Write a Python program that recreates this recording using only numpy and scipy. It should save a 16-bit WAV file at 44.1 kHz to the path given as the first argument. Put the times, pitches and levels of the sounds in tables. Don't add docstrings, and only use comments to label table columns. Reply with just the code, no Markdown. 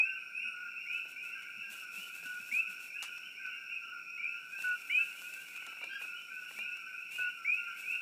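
import sys
import numpy as np
from scipy import signal
from scipy.fft import rfft, irfft, next_fast_len
from scipy.io import wavfile

SR = 44100
rng = np.random.default_rng(int(sys.argv[2]) if len(sys.argv) > 2 else 0)


def master(y):
    cut = np.clip(np.atleast_2d(y).T, -1, 1)
    pcm = np.round(cut * 32767)
    wavfile.write(sys.argv[1], SR, pcm.astype(np.int16))


N = 353266
T = np.arange(N) / SR

# start_s, length_s, start_hz, end_hz, level_db (before the tree echo)
CO_CALLS = [(0.045, 0.15, 1564, 1524, -48), (0.441, 0.095, 1472, 1475, -53.5),
            (0.521, 0.097, 1450, 1436, -53), (0.597, 0.099, 1515, 1395, -47),
            (0.654, 0.067, 1583, 1567, -59), (0.89, 0.13, 1420, 1426, -55.5),
            (1.224, 0.071, 1485, 1380, -55), (1.346, 0.069, 1600, 1562, -51),
            (1.403, 0.11, 1470, 1380, -63), (1.627, 0.089, 1638, 1567, -53.5),
            (1.83, 0.065, 1473, 1468, -54.5), (2.09, 0.094, 1474, 1416, -58.5),
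            (2.18, 0.05, 1620, 1590, -62), (2.252, 0.16, 1499, 1443, -44), (2.64, 0.1, 1520, 1452, -54),
            (2.948, 0.052, 1650, 1670, -57), (3.089, 0.089, 1474, 1398, -55),
            (3.39, 0.066, 1574, 1541, -52.5), (3.44, 0.086, 1533, 1469, -45.5),
            (3.551, 0.2, 1585, 1570, -60), (3.813, 0.098, 1443, 1315, -55.5),
            (3.915, 0.081, 1480, 1380, -47.5), (4.249, 0.14, 1431, 1399, -54.5),
            (4.37, 0.14, 1542, 1473, -56), (4.529, 0.084, 1650, 1526, -51.5),
            (4.637, 0.13, 1504, 1449, -34.5), (4.976, 0.064, 1566, 1623, -52.5),
            (4.982, 0.061, 1474, 1382, -51), (5.21, 0.087, 1467, 1426, -56.5),
            (5.356, 0.082, 1560, 1560, -52.5), (5.66, 0.088, 1397, 1310, -58),
            (6.012, 0.17, 1461, 1418, -54), (6.303, 0.16, 1564, 1456, -49.5),
            (6.649, 0.1, 1474, 1439, -51.5), (6.86, 0.12, 1560, 1474, -52),
            (7.182, 0.13, 1505, 1450, -37.5), (7.368, 0.083, 1420, 1338, -52),
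            (7.566, 0.17, 1450, 1379, -48), (7.671, 0.065, 1580, 1555, -53), (7.8, 0.14, 1490, 1440, -58.5),
            (7.93, 0.061, 1510, 1443, -53.5)]
# start_s, length_s, start_hz, end_hz, level_db (before the tree echo)
QUI_CALLS = [(-0.075, 0.12, 2176, 2611, -28), (0.017, 0.089, 2490, 2777, -40.5),
             (0.14, 0.076, 2360, 2563, -50), (0.317, 0.097, 2326, 2687, -44), (0.34, 0.1, 2544, 2814, -47),
             (0.397, 0.1, 2329, 2676, -43), (0.58, 0.095, 2344, 2615, -63), (0.71, 0.07, 2380, 2574, -52),
             (0.736, 0.099, 2515, 2820, -50.5), (0.859, 0.125, 2181, 2705, -40),
             (0.897, 0.071, 2730, 2990, -52), (0.914, 0.077, 2330, 2545, -54),
             (1.157, 0.11, 2256, 2650, -47), (1.23, 0.13, 2390, 2754, -51), (1.447, 0.098, 2120, 2500, -55),
             (1.559, 0.11, 2512, 2758, -48.5), (1.709, 0.1, 2370, 2650, -55),
             (1.913, 0.098, 2465, 2780, -52.5), (1.955, 0.097, 2600, 3020, -53.5),
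             (2.085, 0.076, 2236, 2670, -51), (2.346, 0.11, 2313, 2704, -53),
             (2.513, 0.11, 2197, 2720, -32.5), (2.636, 0.084, 2460, 2637, -50),
             (2.913, 0.089, 2296, 2690, -46.5), (2.944, 0.081, 2580, 2923, -50),
             (3.099, 0.084, 2407, 2660, -50.5), (3.212, 0.059, 2755, 3087, -56),
             (3.362, 0.11, 2323, 2620, -49.5), (3.464, 0.092, 2608, 2816, -51.5),
             (3.661, 0.081, 2497, 2796, -49), (3.697, 0.092, 2360, 2644, -44),
             (4.047, 0.13, 2394, 2590, -49.5), (4.096, 0.13, 2560, 2890, -59),
             (4.174, 0.13, 2205, 2656, -43.5), (4.217, 0.097, 2156, 2642, -42.5),
             (4.508, 0.12, 2382, 2750, -46), (4.609, 0.15, 2467, 2780, -50.5),
             (4.889, 0.058, 2820, 3023, -45), (4.896, 0.128, 2158, 2687, -30), (5.24, 0.1, 2476, 2677, -50),
             (5.506, 0.1, 2360, 2660, -53), (5.618, 0.098, 2674, 3010, -59),
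             (5.772, 0.087, 2570, 2850, -53.5), (5.781, 0.088, 2156, 2484, -50),
             (5.977, 0.14, 2399, 2663, -48.5), (6.118, 0.0764, 2650, 3040, -52.5),
             (6.279, 0.12, 2235, 2694, -50), (6.564, 0.069, 2550, 2860, -47.5),
             (6.558, 0.14, 2212, 2664, -44), (6.696, 0.07, 2462, 2707, -49),
             (6.89, 0.15, 2336, 2630, -50.5), (7.061, 0.12, 2405, 2916, -50.5),
             (7.125, 0.14, 2392, 2693, -46), (7.187, 0.095, 2570, 2775, -46),
             (7.446, 0.105, 2155, 2584, -32), (7.54, 0.066, 2438, 2800, -42.5),
             (7.668, 0.15, 2280, 2634, -55.5), (7.832, 0.099, 2240, 2684, -41.5),
             (7.89, 0.079, 2570, 2800, -42), (7.908, 0.081, 2342, 2690, -44.5)]


def amp(db):
    return 10 ** (np.asarray(db) / 20)


def unit(x):
    return x / np.sqrt(np.mean(x ** 2) + 1e-20)


def add(mix, start_s, sound):
    start = round(start_s * SR)
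    sound = sound[max(-start, 0):]
    part = mix[max(start, 0):][:len(sound)]
    part += sound[:len(part)]


def decay(t, fade_s):
    return np.exp(-np.log(1000) * t / fade_s)


def colour(x, points):
    hz, db = np.transpose(points)
    size = next_fast_len(len(x))
    freqs = np.fft.rfftfreq(size, 1 / SR)
    gain = amp(np.interp(np.log(freqs + 1), np.log(hz), db))
    return unit(irfft(rfft(x, size) * gain, size)[:len(x)])


def drift(per_s):
    return unit(np.interp(T * per_s, np.arange(4000), rng.standard_normal(4000)))


def tree_echoes(fade_s, build_s):
    t = np.arange(SR // 2) / SR
    echoes = rng.standard_normal(len(t)) * (rng.random(len(t)) < .03)
    echoes *= decay(t, fade_s) * (1 - np.exp(-t / build_s))
    return echoes / np.linalg.norm(echoes)


def note(length_s, start_hz, end_hz, bend, swell, rise_s, fall_s, scoop):
    progress = np.linspace(0, 1, int(length_s * SR))
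    glide_hz = start_hz + (end_hz - start_hz) * progress ** bend
    hz = glide_hz * (1 - scoop * np.exp(-progress * length_s / .0036))
    edges = np.clip(length_s * np.minimum(progress / rise_s, (1 - progress) / fall_s), 0, 1)
    hump = np.exp(-swell * (progress - .66) ** 2)
    return 2 * np.pi * np.cumsum(hz) / SR, unit(hump * np.sin(edges * np.pi / 2))


def voice(phase, second_db, third_db):
    return np.sin(phase) + amp(second_db) * np.sin(2 * phase) + amp(third_db) * np.sin(3 * phase)


def night_air(level_db=-68):
    # pitch_hz, gain_db
    air_tone = [(25, -21), (60, -29), (90, -15), (140, -2.5), (220, 1), (350, -2.5), (700, -6.5),
                (1200, -12), (3500, -16.5), (4300, -8.5), (4900, -15), (8000, -13), (10000, -22),
                (15000, -12.5)]
    return amp(level_db) * colour(rng.standard_normal(N), air_tone)


def insects(pitch_hz=5490, half_width_hz=225, throb_db=1.5):
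    # time_s, level_db
    levels = [(0, -66.5), (2.5, -65.5), (3.9, -65.5), (5.2, -67.5), (8, -66.5)]
    size = next_fast_len(N)
    freqs = np.fft.rfftfreq(size, 1 / SR)
    band = np.exp(-((freqs - pitch_hz) / half_width_hz) ** 4 / 2)
    shrill = irfft(rfft(rng.standard_normal(size)) * band, size)[:N]
    return amp(np.interp(T, *np.transpose(levels)) + throb_db * drift(30)) * unit(shrill)


def high_whistle(waver=.008, flicker_db=3, rasp_hz=370):
    # time_s, pitch_hz, level_db, rasp_radians (size of a fast wobble)
    path = [(.17, 8240, -85, 0), (.26, 9350, -77, 0.1), (.335, 9480, -81, .1), (.401, 9750, -75, .6),
            (.47, 9200, -70, 1.5), (.53, 8800, -74, .7), (.6, 8100, -82, .2), (.7, 8080, -83, .1),
            (.77, 7650, -85, 0.089)]
    times, hz, db, rasp = np.transpose(path)
    phase = 2 * np.pi * np.cumsum(np.interp(T, times, hz) * (1 + waver * drift(450))) / SR
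    phase += np.interp(T, times, rasp) * np.sin(2 * np.pi * rasp_hz * T)
    loudness = amp(np.interp(T, times, db) + flicker_db * drift(72.3))
    return loudness * unit(np.sin(phase)) * (T > times[0]) * (T < times[-1])


def rustle(clicks_per_s=900, click_spread_db=2.9, click_gain=.7, flicker_db=1.0):
    # time_s, level_db
    rubbing = [(0, -78.5), (.75, -74), (1, -68), (1.65, -68), (2, -64), (2.5, -56), (2.65, -64),
               (3.15, -64.5), (3.35, -70), (4.25, -75), (4.55, -63), (4.87, -58.5), (5.3, -54.5),
               (5.65, -61), (5.9, -67), (6.4, -63.5), (6.9, -68), (8, -64.5)]
    # start_s, length_s, level_db
    strokes = [(0.91, 0.13, -66.5), (1.08, 0.074, -63), (1.216, 0.14, -64.5), (1.696, 0.11, -56),
               (1.77, 0.1, -60.5), (1.911, 0.26, -56), (2.132, 0.095, -60), (2.23, 0.078, -58.5),
               (2.518, 0.1, -55), (2.687, 0.095, -60), (2.79, 0.12, -58.5), (4.573, 0.18, -57.5),
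               (5.99, 0.15, -60.5), (6.48, 0.19, -60.5), (7.103, 0.17, -57.5), (7.525, 0.042, -61.5),
               (7.745, 0.3, -60)]
    # pitch_hz, gain_db
    cloth_tone = [(150, -3), (300, -3), (700, -2.5), (1300, -2.5), (3000, 4), (4200, 1), (5200, -2),
                  (7800, 4.5), (10000, -0.5), (13000, 1), (15300, -0.5)]
    power = amp(np.interp(T, *np.transpose(rubbing))) ** 2
    for start_s, length_s, db in strokes:
        progress = np.linspace(0, 1, int(length_s * SR))
        swell = unit(np.sin(np.pi * progress ** .6))
        add(power, start_s, (amp(db) * swell) ** 2)
    sizes = rng.choice([-1, 1], N) * amp(click_spread_db * np.minimum(rng.exponential(1, N), 5))
    clicks = sizes * (rng.random(N) < clicks_per_s / SR)
    hiss = rng.standard_normal(N) + click_gain * unit(clicks)
    rub = colour(hiss, [(40, -42), (90, -25)] + cloth_tone)
    return rub * np.sqrt(power) * amp(flicker_db * drift(60))


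def finger_bumps(sag=.13):
    # start_s, length_s, pitch_hz, level_db
    thuds = [(.41, 0.13, 230, -72.5), (1.55, .098, 134, -75.5), (1.569, 0.043, 207, -67),
             (1.67, 0.077, 214, -72.5), (1.971, 0.05, 193, -65.5), (2.19, 0.11, 165.5, -74),
             (2.253, 0.022, 256, -64.5), (2.396, 0.02, 197, -64), (2.41, 0.042, 126, -76),
             (2.516, 0.041, 225, -64), (2.669, 0.074, 195, -70), (4.851, 0.14, 277, -76),
             (6.514, 0.21, 216, -73.5)]
    out = np.zeros(N)
    for start_s, length_s, hz, db in thuds:
        progress = np.linspace(0, 1, int(length_s * SR))
        phase = 2 * np.pi * np.cumsum(hz * (1 + sag * (.5 - progress))) / SR
        swell = np.sin(np.pi * progress ** .77) ** 2
        add(out, start_s, amp(db) * unit(swell * np.sin(phase)))
    return out


def knocks(scuff_db=-6, scuff_fade_s=.53, rise_s=.00055):
    # start_s, gain_db, pitch_factor (multiplies the wood's pitches)
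    blows = [(1.054, -64.5, 0.8), (2.228, -66, 0.83), (3.0256, -78, 1), (4.587, -61, 0.81),
             (4.621, -66, 0.97), (5.623, -67, 1), (5.664, -69, 0.97), (5.674, -62.5, .8),
             (5.726, -65.5, 1.07), (5.77, -67, 1.05), (5.814, -56, 1.15), (5.838, -56, 0.85),
             (6.013, -60, 1.02), (6.05, -66, 0.96), (6.51, -61.5, 1), (6.587, -57, 0.97), (7.19, -60, 0.8)]
    # pitch_hz, gain_db, fade_s
    wood_tones = [(483, 14, 0.021), (648, 3.5, 0.12), (832, 13.5, 0.04), (1090, 10.5, 0.054),
                  (1920, 26.5, 0.011), (3560, -15, .025)]
    scuff_tone = [(150, -22), (300, 8), (520, -3), (1050, 5), (2000, -43), (4000, 8), (8000, -78)]
    out, t = np.zeros(N), np.arange(SR // 5) / SR
    for start_s, db, pitch in blows:
        ring = sum(amp(tone_db) * decay(t, fade_s) * np.sin(2 * np.pi * (hz * pitch * t + rng.random()))
                   for hz, tone_db, fade_s in wood_tones)
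        scuff = amp(scuff_db) * colour(rng.standard_normal(len(t)), scuff_tone) * decay(t, scuff_fade_s)
        add(out, start_s, amp(db) * (ring / 2 + scuff) * (1 - np.exp(-t / rise_s)))
    return out


def snaps():
    # start_s, level_db, fade_s
    breaks = [(1.42, -57, 0.11), (3.0268, -32.5, 0.0068), (3.025, -42, 0.18), (3.179, -50.5, 0.032),
              (3.464, -56, 0.031), (4.246, -54, 0.0079), (4.522, -55, 0.02), (4.623, -43, 0.011),
              (5.128, -50, 0.015), (5.218, -48, 0.02), (5.339, -42.5, 0.0072), (5.485, -50, .012),
              (5.563, -48, 0.03), (5.575, -48, 0.013), (5.666, -46, 0.026), (5.84, -51, 0.044),
              (6.019, -53, 0.02), (6.22, -48, 0.0053), (6.587, -47, 0.032), (6.77, -50, 0.017),
              (7.16, -51, .02), (7.952, -48.5, 0.0087)]
    crack_tone = [(200, -20), (1200, 20.5), (4000, 14), (8000, 13.5), (15000, 1)]
    out, t = np.zeros(N), np.arange(SR // 8) / SR
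    for start_s, db, fade_s in breaks:
        splinters = rng.standard_normal(len(t))
        splinters[8] = 4
        add(out, start_s, amp(db) * colour(splinters, crack_tone) * decay(t, fade_s))
    return out


def peeps(hoarse_radians=.25, flutter=.35):
    # start_s, length_s, start_hz, end_hz, level_db, echo_gain
    peep_notes = [(-.016, 0.04, 670, 960, -51, .12), (5.89, 0.11, 1555, 1630, -42.5, .45)]
    out = np.zeros(N)
    for start_s, length_s, start_hz, end_hz, db, echo_gain in peep_notes:
        phase, loudness = note(length_s, start_hz, end_hz,
                               bend=.91, swell=3, rise_s=.0065, fall_s=.049, scoop=0)
        phase += hoarse_radians * drift(240)[:len(phase)]
        loudness *= amp(db) * np.exp(flutter * drift(90)[:len(phase)])
        peep = loudness * voice(phase, second_db=-12.5, third_db=-25)
        add(out, start_s, peep)
        add(out, start_s, echo_gain * signal.fftconvolve(peep, tree_echoes(fade_s=.3, build_s=.0021)))
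    return out


def far_frogs(near_calls, start_hz, end_hz, pitch_spread, length_s, join_db, alone_db, join_every,
              frogs=64, calls_alone=4, fade_s=.42):
    out = np.zeros(N)
    for frog in range(frogs):
        offset = np.arcsin(2 * (frog + rng.random()) / frogs - 1) / (np.pi / 2)
        pitch = 1 + pitch_spread * offset
        phase, loudness = note(length_s, start_hz * pitch, end_hz * pitch,
                               bend=.6, swell=.31, rise_s=.00078, fall_s=.012, scoop=.054)
        call = signal.fftconvolve(loudness * np.sin(phase), tree_echoes(fade_s, build_s=.018))
        boost_db = rng.uniform(1.5, 2.5)
        call *= amp(boost_db) * np.sqrt(len(phase)) / np.linalg.norm(call)
        for start_s, *_, caller_db in near_calls[frog % join_every::join_every]:
            lag_s = .025 + .042 * rng.uniform(-1, 1)
            follow_db = .14 * (caller_db + 29)
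            add(out, start_s + lag_s, amp(join_db + follow_db) * call)
        moments = (np.arange(calls_alone) + rng.random()) / calls_alone
        for start_s in moments * (N / SR + fade_s) - fade_s:
            add(out, start_s, amp(alone_db) * call)
    return out


def far_chorus():
    co = far_frogs(CO_CALLS, start_hz=1534, end_hz=1408, pitch_spread=.0954, length_s=.1,
                   join_db=-65.8, alone_db=-63.7, join_every=16)
    qui = far_frogs(QUI_CALLS, start_hz=2349, end_hz=2720, pitch_spread=.12, length_s=.12,
                    join_db=-61.3, alone_db=-57.7, join_every=13)
    return co + qui


def near_note(length_s, start_hz, end_hz, level_db, *, clear_db, max_echo_share, fade_s,
              rise_s, overtones_db, flutter, bounce_gain, bounce_s, **shape):
    echo_share = max_echo_share / (1 + amp(level_db - clear_db) ** 3)
    phase, loudness = note(length_s, start_hz, end_hz, rise_s=rise_s + .03 * echo_share ** 2, **shape)
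    steps = T[:len(phase)] * 130
    wander = [np.interp(steps, np.arange(100), row) for row in rng.standard_normal((2, 100))]
    level_waver, phase_waver = flutter * np.sqrt(echo_share) * np.array(wander)
    tone = loudness * np.exp(level_waver) * voice(phase + phase_waver, *overtones_db)
    lag = int(bounce_s * rng.uniform(.75, 1.25) * SR)
    tone = unit(np.pad(tone, (0, lag)) + bounce_gain * np.pad(tone, (lag, 0)))
    echo = signal.fftconvolve(tone, tree_echoes(fade_s, build_s=.017))
    echo *= np.linalg.norm(tone) / np.linalg.norm(echo)
    direct = np.pad(tone, (0, len(echo) - len(tone)))
    return amp(level_db) * (direct + np.sqrt(echo_share / (1 - echo_share)) * echo)


def near_frogs():
    co = dict(bend=.55, swell=.3, rise_s=.0096, fall_s=.034, scoop=.05, overtones_db=(-32, -42),
              clear_db=-46.5, max_echo_share=.28, fade_s=.55,
              flutter=.45, bounce_gain=.06, bounce_s=.0015)
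    qui = dict(bend=.7, swell=2.3, rise_s=.005, fall_s=.008, scoop=.12, overtones_db=(-55, -41),
               clear_db=-35.5, max_echo_share=.42, fade_s=.36,
               flutter=.56, bounce_gain=.5, bounce_s=.011)
    out = np.zeros(N)
    for calls, settings in ((CO_CALLS, co), (QUI_CALLS, qui)):
        for start_s, *call in calls:
            add(out, start_s, near_note(*call, **settings))
    return out


def scene():
    bass_cut = signal.butter(2, 130, "high", fs=SR, output="sos")
    small_hits = signal.sosfilt(bass_cut, knocks() + snaps())
    night = near_frogs() + far_chorus() + insects() + night_air()
    movement = rustle() + small_hits + finger_bumps()
    return (night + movement + high_whistle() + peeps())[None]


def record(dry):
    treble_cut = signal.firwin(511, 15400, window=("kaiser", 9), fs=SR)
    return signal.oaconvolve(dry, treble_cut[None], "same")


dry = scene()
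out = record(dry)
master(out)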